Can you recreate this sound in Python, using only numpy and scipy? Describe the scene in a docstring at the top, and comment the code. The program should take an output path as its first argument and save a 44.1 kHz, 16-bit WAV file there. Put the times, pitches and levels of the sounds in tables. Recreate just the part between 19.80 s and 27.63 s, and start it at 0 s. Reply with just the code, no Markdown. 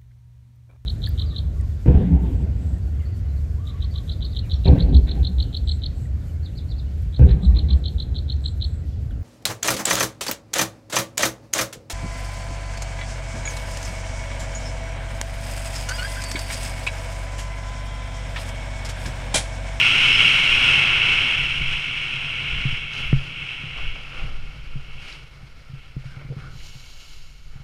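"""On a snowy slope, a speed-wing skier skims down and lands, heard from a camera on the helmet.
Air rushes over the camera housing, whistles past an edge and shakes the mount, which booms at
every jolt. The skis touch down, then hiss and crunch to a stop in the snow. The helmet rubs on
the collar as the head turns, and the wing collapses with a rustle of cloth."""
import sys
import numpy as np
from scipy import signal
from scipy.fft import rfft, irfft
from scipy.io import wavfile

SR = 44100
rng = np.random.default_rng(int(sys.argv[2]) if len(sys.argv) > 2 else 0)


def materialize(psi):
    """Save the field psi as 16-bit PCM at rate SR to the path in sys.argv[1].

    A 1-D psi becomes a single channel; in a 2-D psi each row is a channel.
    """
    bounded = np.clip(np.atleast_2d(psi).T, -1, 1)
    quanta = np.round(bounded * 32767).astype(np.int16)
    wavfile.write(sys.argv[1], SR, quanta)


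N = 345303
T = np.arange(N) / SR
FREQS = np.arange(N // 2 + 1) * SR / N


def undb(db):
    """Turn decibels into a gain, the number a sound is multiplied by."""
    return 10 ** (np.asarray(db) / 20)


def curve(rows):
    """Gain over time through (time_s, level_db) rows; it dies away outside them."""
    times, db = np.transpose(rows)
    outside_s = np.maximum(times[0] - T, 0) + np.maximum(T - times[-1], 0)
    return undb(np.interp(T, times, db) - 110 * outside_s)


def swells(rows):
    """Gain over time from (peak_s, length_s, level_db) bell-shaped swells; their powers add."""
    power = 0
    for peak_s, length_s, db in rows:
        distance = np.clip(2 * (T - peak_s) / length_s, -10, 10)
        power += undb(db) ** 2 * 0.5 ** (distance ** 2)
    return np.sqrt(power)


def envelope(start_s, attack_s, hold_s=0, fade_db_per_s=0):
    """Gain over time: a straight rise, a hold, then a steady fade."""
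    age = T - start_s
    return np.clip(age / attack_s, 0, 1) * undb(-fade_db_per_s * np.maximum(age - attack_s - hold_s, 0))


def shape(x, db):
    """Turn each frequency of x up or down by its gain in dB, using a short filter."""
    half = 1024
    response = np.roll(irfft(undb(db), N), half)[:2 * half + 1]
    return signal.fftconvolve(x, response, "same")


def resonances(modes):
    """Gain in dB at every frequency from bell-shaped peaks and dips."""
    return sum(db * 2 ** -((2 * (FREQS - hz) / width) ** 2) for hz, width, db in modes)


def colour(x, points, band_hz):
    """Give x a tone colour from (pitch_hz, level_db) rows, with strength (rms) 1 inside the band."""
    hz, db = np.transpose(points)
    spectrum = rfft(x) * undb(np.interp(np.log(FREQS + 1), np.log(hz), db))
    inside = (FREQS > band_hz[0]) & (FREQS < band_hz[1])
    return irfft(spectrum, N) * N / np.sqrt(2 * np.sum(np.abs(spectrum[inside]) ** 2))


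def wobble(rate_hz):
    """A smooth random wobble of typical size 1 that changes about rate_hz times a second."""
    x = irfft(rfft(rng.standard_normal(N)) / (1 + (FREQS / rate_hz) ** 4), N)
    return (x - x.mean()) / x.std()


def grains(per_s, spread_db, hiss):
    """Many tiny random clicks, varied in size by spread_db, over a share of smooth hiss."""
    size = undb(spread_db * np.minimum(rng.exponential(size=N), np.pi))
    clicks = (rng.random(N) < per_s / SR) * rng.choice([-1, 1], N) * size
    return clicks / clicks.std() + hiss * rng.standard_normal(N)


# wind that drops as the skier slows: time_s, level_db
FLIGHT_WIND = [(0, -15), (.68, -18), (1.35, -16), (1.75, -24), (2.1, -26), (2.92, -25.5), (3.06, -31),
               (3.43, -37.5), (4.25, -38.5), (4.6, -46.5), (5.15, -48), (5.65, -75)]
# gusts on top of that wind: peak_s, length_s, level_db
WIND_GUSTS = [(.27, 0.095, -21), (.48, 0.18, -18), (.9, 0.3, -17), (1.93, 0.042, -26), (3.22, 0.13, -28.5),
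              (3.69, 0.27, -31.5), (4.01, 0.23, -33), (4.4, 0.093, -37), (5.28, 0.18, -41.5),
              (6.04, .18, -52)]
def airflow():
    """How hard the air blows on the camera: the wind of the flight plus gusts."""
    return np.hypot(curve(FLIGHT_WIND), swells(WIND_GUSTS))


# tone colour of the rushing air: pitch_hz, level_db
RUSH_COLOUR = [(40, -20.5), (120, -10), (200, -19.5), (600, -22), (1250, -16.5), (1950, -12), (2250, -5.5),
               (2700, 1.5), (3050, -1), (3360, -5.5), (3520, -17), (4400, -26.5), (6700, -33), (12500, -50),
               (15000, -57)]
# the high hiss changes as the head turns: time_s, treble_db
HEAD_TREBLE = [(0, 2.5), (.6, 2), (.95, -0.5), (1.15, -4), (1.5, -1.5), (1.9, 0.5), (2.8, -3), (3.1, -2),
               (3.7, -1.5), (4.5, -7.5), (6, 0)]
def air_rush():
    """Swirling air roars in the gaps of the housing; small swirls make it flutter."""
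    rush = colour(rng.standard_normal(N), RUSH_COLOUR, band_hz=(2000, 3400))
    treble = shape(rush, -10 * np.log10(1 + (5500 / (FREQS + 1)) ** 4))  # above 5500 Hz
    flutter = undb(0.28 * wobble(23) + 0.75 * wobble(118))
    return (rush + treble * (curve(HEAD_TREBLE) - 1)) * airflow() * flutter


# big swirls of air that hit the microphone: peak_s, length_s, level_db
SWIRLS = [(.75, 0.15, -35), (1.64, 0.12, -34), (1.84, 0.17, -31), (2.75, 0.071, -31), (2.9, 0.17, -34),
          (3.27, 0.082, -30.5), (3.345, 0.058, -20.5), (4.08, .12, -29.5), (4.47, 0.12, -30.5),
          (4.62, 0.2, -34), (4.93, 0.19, -34.5), (6.175, 0.03, -32), (6.65, .5, -41.5)]
# tone colour of their rumble: pitch_hz, level_db
RUMBLE_COLOUR = [(6, -2), (13, 15.5), (24, -5), (42, 1), (75, -9), (110, -19), (220, -35), (600, -66),
                 (3000, -100)]
# shaking of the camera mount, easing as the skier stops: time_s, level_db
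MOUNT_SHAKE = [(0, -37.5), (1.6, -38.5), (2.15, -43), (2.7, -39), (3.6, -43.5), (5.4, -48.5), (5.8, -54),
               (6.9, -54), (7.1, -62), (7.83, -52)]
# the head swings round and shakes the mount: peak_s, length_s, level_db
HEAD_SWING = [(6.57, 0.27, -40)]
# tone colour of the mount's hum: pitch_hz, level_db
HUM_COLOUR = [(50, -17), (105, -3), (126, -6), (139, 4), (158, -7.5), (195, -19), (260, -23.5),
              (450, -26.5), (900, -46), (4000, -100)]
def buffeting():
    """Big swirls of air rumble on the microphone and keep the mount humming at its own pitch."""
    breeze = undb(-44)
    flight = undb(-27) * airflow()
    push = np.sqrt(breeze ** 2 + flight ** 2 + swells(SWIRLS) ** 2)
    shake = np.hypot(curve(MOUNT_SHAKE), swells(HEAD_SWING))
    rumble = colour(rng.standard_normal(N), RUMBLE_COLOUR, band_hz=(20, 90)) * push
    knocks = grains(per_s=190, spread_db=-2.5, hiss=0.31)
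    hum = colour(knocks, HUM_COLOUR, band_hz=(100, 200)) * shake
    return undb(-2) * rumble + hum


# brief whistles of air: start_s, length_s, from_hz, to_hz, level_db
EDGE_WHISTLES = [(0.296, 0.106, 5380, 5080, -32.5), (3.245, 0.055, 11050, 11650, -63)]
def whistles():
    """Swirls peel off an edge in step for a moment, making a thin, unsteady tone."""
    out = np.zeros(N)
    waver = 1 + 0.0042 * wobble(200)
    for start_s, length_s, from_hz, to_hz, db in EDGE_WHISTLES:
        progress = np.clip((T - start_s) / length_s, 0, 1)
        hz = (from_hz + (to_hz - from_hz) * progress) * waver
        out += undb(db) * np.sin(np.pi * progress) * np.sin(2 * np.pi * np.cumsum(hz) / SR)
    return out


# ringing notes of the helmet and mount: pitch_hz, relative_db, ring_s (time to fade by 60 dB)
MOUNT_NOTES = [(40, -35, 0.13), (134.4, 9.5, 0.17), (155, -8, 0.077), (253, -12.5, 0.098),
               (420, -37, 0.011)]
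# jolts through the helmet: start_s, peak_db, contact_ms
HELMET_JOLTS = [(1.813, -22.5, 1.7), (2.343, -32, 1.8), (2.853, -14.5, 2.8), (2.925, -22, 5),
                (3.329, -6.5, 1.5), (3.836, -28, 1.8), (4.437, -26.5, 4.3), (4.781, -39, 4),
                (4.956, -23, 3.9), (5.63, -34, 4.1), (5.896, -33.5, 9.1), (5.934, -27.5, 6.7),
                (6.166, -22, 2), (6.254, -26, 8.4), (6.367, -28, 8.9), (6.449, -32, 1.6), (6.501, -23, 6.1),
                (6.566, -26, 4.1), (6.749, -32.5, 7.4), (6.952, -32.5, 5.6), (7.756, -31, 5.4),
                (7.8, -33.5, 4.8)]
def jolts():
    """Each jolt is a short push that rings the mount; a longer, softer push leaves only the low boom."""
    t = T[:SR // 2]
    ring = sum(undb(db) * np.cos(2 * np.pi * hz * t) * undb(-60 * t / ring_s)
               for hz, db, ring_s in MOUNT_NOTES)
    out = np.zeros(N + len(t))
    for start_s, db, contact_ms in HELMET_JOLTS:
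        progress = 1000 * t / contact_ms
        push = progress ** 2 * np.exp(-5 * progress)
        boom = signal.fftconvolve(ring, push)[:len(t)]
        i = int(start_s * SR)
        out[i:i + len(t)] -= undb(db) * boom / np.abs(boom).max()
    return out[:N]


# the skis press into the snow: peak_s, length_s, hiss_db, packing_db
SKI_PRESSES = [(3.145, .04, -50, -62), (3.206, .05, -49.5, -61), (3.402, 0.16, -53.5, -51),
               (3.993, 0.036, -58, -47), (4.412, 0.13, -57.5, -46), (5.297, 0.12, -52, -69),
               (6.295, 0.11, -60.5, -64), (6.4, 0.074, -68, -52), (6.63, 0.14, -61.5, -53),
               (7.773, 0.076, -68, -57.5)]
# tone colour of sliding on snow: pitch_hz, level_db
HISS_COLOUR = [(300, -0.5), (1000, 0.5), (2000, 4.5), (3000, 6), (3900, -3), (4600, 0), (5500, -9.5),
               (7000, -10), (8400, -20.5), (11000, -18), (15000, -40)]
# tone colour of snow being packed down: pitch_hz, level_db
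CRACKLE_COLOUR = [(150, 3), (500, 1), (900, 0), (1400, 4.5), (1850, 5), (2350, -13), (3200, -7),
                  (6000, -34), (12000, -61)]
# hollow ringing of the skis: pitch_hz, width_hz, boost_db
SKI_RING = [(516, 190, 5.5), (780, 55, 8), (1316, 410, 3.5), (1650, 630, -7), (2260, 190, 5.5)]
def skis():
    """Snow hisses under the skis and crackles as their edges pack it down, making them ring."""
    touchdown_s, settle_s = 3.26, 0.92  # the skis take the weight gradually
    glide_hiss = undb(-58.5) * envelope(touchdown_s, settle_s, fade_db_per_s=3)
    glide_pack = undb(-52) * envelope(touchdown_s, settle_s, fade_db_per_s=5)
    press_hiss = swells([(peak_s, length_s, db) for peak_s, length_s, db, _ in SKI_PRESSES])
    press_pack = swells([(peak_s, length_s, db) for peak_s, length_s, _, db in SKI_PRESSES])
    hiss = colour(grains(per_s=6000, spread_db=0, hiss=1), HISS_COLOUR, band_hz=(3500, 7500))
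    hiss *= np.hypot(glide_hiss, press_hiss)
    crackle = colour(grains(per_s=1000, spread_db=3, hiss=0.94), CRACKLE_COLOUR, band_hz=(450, 1700))
    crackle *= np.hypot(glide_pack, press_pack)
    track_bumps = undb(wobble(40))
    return (undb(-1) * hiss + undb(-2) * shape(crackle, resonances(SKI_RING))) * track_bumps


# snow crust breaking under a ski: start_s, level_db, pitch_hz, length_s
CRUST_BREAKS = [(3.135, -42.5, 4500, 0.0061), (3.175, -45, 4540, 0.0087), (3.329, -19.5, 1750, 0.0016),
                (3.983, -37.5, 1080, 0.013), (4.05, -40, 1490, 0.0078), (4.155, -30.5, 1400, 0.003),
                (4.16, -34, 650, 0.005), (4.33, -39, 1400, .006), (5.325, -40, 3800, .005),
                (6.238, -47, 550, 0.012), (6.241, -54, 2400, 0.038), (6.39, -50, 2000, 0.026),
                (6.41, -46, 474, 0.017), (6.801, -46, 2300, 0.014)]
def crunches():
    """Lumps of crust give way in short bursts of cracking, each about an octave wide."""
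    out = np.zeros(N)
    for start_s, db, hz, length_s in CRUST_BREAKS:
        progress = T[:SR // 4] / length_s
        octave = signal.butter(4, [hz / np.sqrt(2), hz * np.sqrt(2)], "bandpass", fs=SR, output="sos")
        burst = signal.sosfilt(octave, rng.standard_normal(len(progress)))
        rise_and_fall = np.sqrt(2 * np.e * progress) * np.exp(-2 * progress)
        i = int(start_s * SR)
        out[i:i + len(burst)] += undb(db) * burst / burst.std() * rise_and_fall
    return out


# the helmet rubs on the collar as the head swings round: start_s, length_s, pitch_hz, level_db
COLLAR_RUBS = [(6.26, 0.11, 1490, -52), (6.33, 0.17, 2220, -51.5), (6.56, 0.18, 1410, -49.5),
               (6.495, 0.055, 470, -45)]
def collar_rubs():
    """Cloth sticks and slips on the helmet, ringing one of the shell's notes for a moment."""
    out = np.zeros(N)
    slips = grains(per_s=430, spread_db=-1, hiss=0.59)
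    for start_s, length_s, hz, db in COLLAR_RUBS:
        ring = shape(slips, -30 * np.log10(1 + ((FREQS - hz) / 170) ** 2))  # a narrow band around hz
        progress = np.clip((T - start_s) / length_s, 0, 1)
        press = np.sqrt(np.abs(np.sin(np.pi * progress)))
        out += undb(db) * press * ring / ring.std()
    return out


# tone colour of the wing's cloth: pitch_hz, level_db
RUSTLE_COLOUR = [(300, -5.5), (1000, -5.5), (2000, -6.5), (3100, 0.5), (3900, -2), (4400, 2), (5500, -4.5),
                 (7250, -3), (8200, -24), (9400, -14.5), (10800, -18), (12200, -15), (15000, -25)]
# pitches the cloth makes louder or softer: pitch_hz, width_hz, boost_db
RUSTLE_BANDS = [(2200, 130, 4.5), (2900, 480, 7.5), (3560, 400, 0.5), (5160, 290, -9), (5620, 220, -3),
                (6050, 320, -6), (6450, 260, 1)]
# sharp folds snapping in the cloth: peak_s, length_s, level_db
FOLD_SNAPS = [(6.87, 0.043, -54), (7.21, 0.013, -55)]
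def wing():
    """Thin cloth crumples and slides over the snow in a mass of tiny crinkles, then keeps stirring."""
    falls_s, rise_s = 6.66, 0.14
    crinkles = grains(per_s=1400, spread_db=2.5, hiss=1.7)
    rustle = colour(crinkles, RUSTLE_COLOUR, band_hz=(3500, 7500))
    collapse = undb(-54) * envelope(falls_s, rise_s, hold_s=0.53, fade_db_per_s=44)
    stirring = undb(-66) * envelope(falls_s, rise_s)
    motion = np.sqrt(collapse ** 2 + stirring ** 2 + swells(FOLD_SNAPS) ** 2)
    flicker = undb(0.58 * wobble(30))
    return shape(rustle, resonances(RUSTLE_BANDS)) * motion * flicker


# pitches the camera housing makes louder or softer: pitch_hz, width_hz, boost_db
HOUSING_BANDS = [(254.7, 37, 6.5), (1398, 203, 6.5), (2209, 178, 7.5), (2667, 290, 2), (4040, 370, 5),
                 (4760, 82, 4), (5440, 770, 7.5), (6370, 220, 4), (7720, 560, -4.5), (8520, 1670, 7)]
def scene():
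    """The housing colours the air, snow and wing; whistles, rubs, rumble and booms are added as is."""
    airborne = undb(-2.5) * air_rush() + skis() + crunches() + wing()
    through_housing = shape(airborne, resonances(HOUSING_BANDS))
    return (through_housing + whistles() + collar_rubs() + buffeting() + jolts())[None]


def record(dry):
    """The camera's microphone adds a faint hiss, and the highest treble is cut off."""
    hiss_db, top_hz = -73.5, 15250
    hiss = undb(hiss_db) * rng.standard_normal(N)
    treble_cut = signal.ellip(10, 0.1, 80, top_hz, fs=SR, output="sos")
    return signal.sosfilt(treble_cut, dry + hiss)


dry = scene()
out = record(dry)
materialize(out)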